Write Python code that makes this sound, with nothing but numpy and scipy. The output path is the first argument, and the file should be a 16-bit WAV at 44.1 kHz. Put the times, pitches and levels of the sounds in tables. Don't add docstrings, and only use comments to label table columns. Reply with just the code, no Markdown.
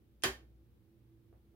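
import sys
import numpy as np
from scipy import signal
from scipy.fft import rfft, irfft
from scipy.io import wavfile

SR = 44100
rng = np.random.default_rng(int(sys.argv[2]) if len(sys.argv) > 2 else 0)


def voltage_ratio(level):
    return 10 ** (np.asarray(level, float) / 20)


def file_out(sig):
    cols = np.atleast_2d(sig).T
    lim = np.clip(cols, -1, 1)
    pcm = np.round(lim * 32767).astype(np.int16)
    wavfile.write(sys.argv[1], SR, pcm)


N = 68355
SNAP_S, SNAP_DB = .2361, -26


def evened(x):
    return x / np.sqrt(np.mean(x ** 2) + 1e-20)


def read(points, hz):
    f, value = np.transpose(points)
    return np.interp(np.log(hz + 1), np.log(f + 1), value)


def coloured(x, points):
    hz = np.fft.rfftfreq(x.shape[-1], 1 / SR)
    return irfft(rfft(x) * voltage_ratio(read(points, hz)), x.shape[-1])


def spread(pair, same, lean_db):
    right = same * pair[0] + np.sqrt(1 - same ** 2) * pair[1]
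    return np.array([pair[0] * voltage_ratio(lean_db / 2), right * voltage_ratio(-lean_db / 2)])


def ring(start, db, modes, strikes=((0, 0),)):
    out = np.zeros((2, N))
    for delay, strike_db in strikes:
        t = np.maximum(np.arange(N) / SR - start - delay, 0)
        for hz, left_db, right_db, t60 in modes:
            fall = voltage_ratio(db + strike_db - 60 * t / t60)
            out += voltage_ratio([[left_db], [right_db]]) * fall * np.sin(2 * np.pi * hz * t)
    return out


def crack(start, db, t60, colour):
    rise_s = .0003
    t = np.arange(N) / SR - start
    burst = evened(coloured(rng.standard_normal((2, N)), colour))
    return burst * np.clip(t / rise_s, 0, 1) * voltage_ratio(db - 60 * abs(t) / t60)


def blow(start, db):
    return voltage_ratio(db) * (np.arange(N) == round(start * SR))


def snap():
    # delay after the snap in seconds, level in dB.
    bounces = [
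        (0, -3.5),
        (.0012, -6),
        (.0026, -1.5),
        (.0065, -5),
    ]
    # pitch in Hz, left in dB, right in dB, time to fall 60 dB in seconds.
    plate = [(1750, -25.5, -11.5, .04), (1821, -10, -4, 0.075), (1980, -12, -4.5, 0.029),
             (2450, -15, -13, .02), (3215, -6.5, 4.5, .025), (4846, -11, -12.5, .09), (7110, -8, -16, .012),
             (9340, -10.5, -10, 0.025), (10915, -7.5, -13.5, 0.013)]
    # pitch in Hz, level in dB.
    contact_colour = [(300, -32), (1000, -9), (2000, -2.5), (3500, -0.5), (6000, 1.5), (8200, -6.5),
                      (10000, -4), (15000, -12.5)]
    # pitch in Hz, level in dB.
    room_colour = [(200, -3), (450, -1.5), (1000, -2), (2000, 0.5), (4000, -3), (7500, -7.5), (8200, -14.5),
                   (10000, -12), (15000, -19.5)]
    rings = ring(SNAP_S, SNAP_DB, plate, bounces)
    contact = crack(SNAP_S, SNAP_DB + 3, .014, contact_colour)
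    sent = blow(SNAP_S, SNAP_DB) + voltage_ratio(-35) * rings.mean(0)
    return rings + contact + room(sent, 25.5, room_colour)


def slip():
    # pitch in Hz, left in dB, right in dB, time to fall 60 dB in seconds.
    lever = [(2715, -3.5, -12, 0.023), (6000, -1, -11.5, .01), (9460, -5.5, -10.5, 0.013)]
    # pitch in Hz, level in dB.
    scrape_colour = [(900, -28), (2000, -3), (3300, -1.5), (4200, -10), (6000, -2.5), (8000, -11.5),
                     (10000, -13.5), (12000, -27)]
    start, db = .2226, -50
    scrape = crack(start, db, .015, scrape_colour)
    return scrape + ring(start, db, lever) + room(blow(start, db), 20.5, scrape_colour)


def swelling(t, hz, db, t60, rise):
    return voltage_ratio(db - 60 * t / t60) * (1 - np.exp(-t / rise)) ** 2 * np.sin(2 * np.pi * hz * t)


def wall():
    # pitch in Hz, level in dB, time to fall 60 dB in seconds, rise in seconds.
    wall_modes = [(71, -50.5, 0.27, .04), (89, -37.5, .2, 0.017), (132, -38, 0.18, 0.0079),
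                  (175, -44, .15, .006), (240, -39, 0.27, .008), (301.4, -43, 0.3, 0.0082),
                  (345, -27.5, .08, .004), (410, -50, 0.29, .03)]
    t = np.maximum(np.arange(N) / SR - SNAP_S, 0)
    boom = sum(swelling(t, *row) for row in wall_modes)
    panel = swelling(t, hz=382, db=-35, t60=.7, rise=.008)
    damp_s, damp_t60 = .072, .04
    return boom + panel * voltage_ratio(-60 * np.maximum(t - damp_s, 0) / damp_t60)


def knock():
    # start in seconds, level in dB.
    knocks = [
        (1.328, -62),
        (1.542, -71),
    ]
    # pitch in Hz, left in dB, right in dB, time to fall 60 dB in seconds.
    body = [(440, 1, 7, 0.022), (670, 0, -4, .025), (1160, -11, -10, 0.018)]
    # pitch in Hz, level in dB.
    echo_colour = [(200, 0.5), (600, 2), (1300, -11.5), (2000, -20.5), (4000, -54)]
    return sum(ring(*row, body) + room(blow(*row), 19.5, echo_colour) for row in knocks)


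def room(x, wet_db, tone):
    # pitch in Hz, time to fall 60 dB in seconds.
    fade = [(100, 0.87), (400, 0.25), (1000, 0.24), (3000, 0.23), (8000, 0.2), (14000, 0.22)]
    # pitch in Hz, likeness from -1 to 1.
    likeness = [(200, 0.9), (500, .7), (1200, -.1), (3000, -0.22), (6000, -0.39), (10000, 0.3)]
    # pitch in Hz, left minus right in dB.
    side = [(250, 1.43), (1000, -6.5), (2500, -1.5), (5000, 1), (12000, 2)]
    low_hz, gap_s = 430, .006
    late_db, late_stretch = -28.5, 1.8

    taps = np.zeros((2, SR // 2))
    at = np.arange(0, SR // 2 - 20, 20) + rng.integers(0, 20, (2, (SR // 2 - 1) // 20))
    np.put_along_axis(taps, at, rng.choice([-1., 1.], at.shape), 1)

    hz, t, z = signal.stft(taps, SR, nperseg=256)
    same = np.clip(read(likeness, hz), -1, 1)[:, None]
    z = spread(z, same, read(side, hz)[:, None])
    fall_db = -60 * t / read(fade, hz)[:, None]
    z = z * voltage_ratio(read(tone, hz)[:, None]) * (voltage_ratio(fall_db) + voltage_ratio(late_db + fall_db / late_stretch))
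    tail = signal.istft(z, SR, nperseg=256)[1]
    tail = tail * np.minimum(np.arange(tail.shape[1]) / SR / gap_s, 1) ** 2
    tail = signal.sosfilt(signal.butter(4, low_hz, "high", fs=SR, output="sos"), tail)
    tail = tail / np.linalg.norm(tail[0])
    return voltage_ratio(wet_db) * signal.fftconvolve(x[None], tail, axes=1)[:, :N]


def hum():
    # pitch in Hz, width in Hz, level in dB, steady share from 0 to 1.
    tones = [(59.6, 4, -65, .85), (91, 8, -79, 0.1), (117.2, 4, -73.5, .65), (213, 10, -80.5, 0.05),
             (332.4, 15, -73, .4)]
    # time in seconds, level in dB.
    swell_points = [(0.0, -66.5), (0.056, -71), (0.188, -62), (0.232, -72.5), (0.302, -49), (0.362, -62),
                    (0.6, -61), (0.672, -69), (0.738, -62.5), (0.836, -74), (1.182, -67), (1.23, -79),
                    (1.342, -63), (1.55, -69.5)]
    # pitch in Hz, level in dB per Hz.
    rumble = [(20, -10.5), (45, -2.5), (110, 3), (160, -5), (350, -9), (520, -16.5), (700, -29.5),
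              (1500, -40.5)]
    hz, t = np.fft.rfftfreq(N, 1 / SR), np.arange(N) / SR
    out = voltage_ratio(-68.5) * evened(coloured(rng.standard_normal((2, N)), [*rumble, (4000, -84.5)]))
    swell = np.interp(t, *np.transpose(swell_points))
    for k, (f, width, db, steady) in enumerate(tones):
        narrow = 1 / (1 + (2 * (hz - f) / width) ** 2)
        fuzz = evened(irfft(rfft(rng.standard_normal((2, N))) * narrow, N))
        pure = np.sqrt(2) * np.sin(2 * np.pi * (f * t + rng.random((2, 1))))
        tone = evened(steady * pure + (1 - steady) * fuzz)
        out = out + voltage_ratio(db + (k == 0) * (swell - swell.mean())) * tone
    return spread(out, same=.9, lean_db=-4)


def hiss():
    # pitch in Hz, level in dB per Hz.
    hiss_colour = [(410, -41), (700, -6), (798, -3.5), (946, -8), (1250, -8.5), (3500, -12.5),
                   (7590, -21.5), (14800, -13), (16000, -13.5)]
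    return voltage_ratio(-84.5 + 3.5) * evened(coloured(rng.standard_normal((2, N)), hiss_colour))


def scene():
    return slip() + snap() + wall() + knock() + hum() + hiss()


def band_limit(x):
    return signal.sosfilt(signal.butter(12, 16250, fs=SR, output="sos"), x)


def record(dry):
    cut = signal.sosfilt(signal.butter(3, 38, "high", fs=SR, output="sos"), dry)
    edge = signal.firwin(255, 16000, window=("kaiser", 9), fs=SR)
    return band_limit(signal.oaconvolve(cut, edge[None], "same"))


dry = scene()
out = record(dry)
file_out(out)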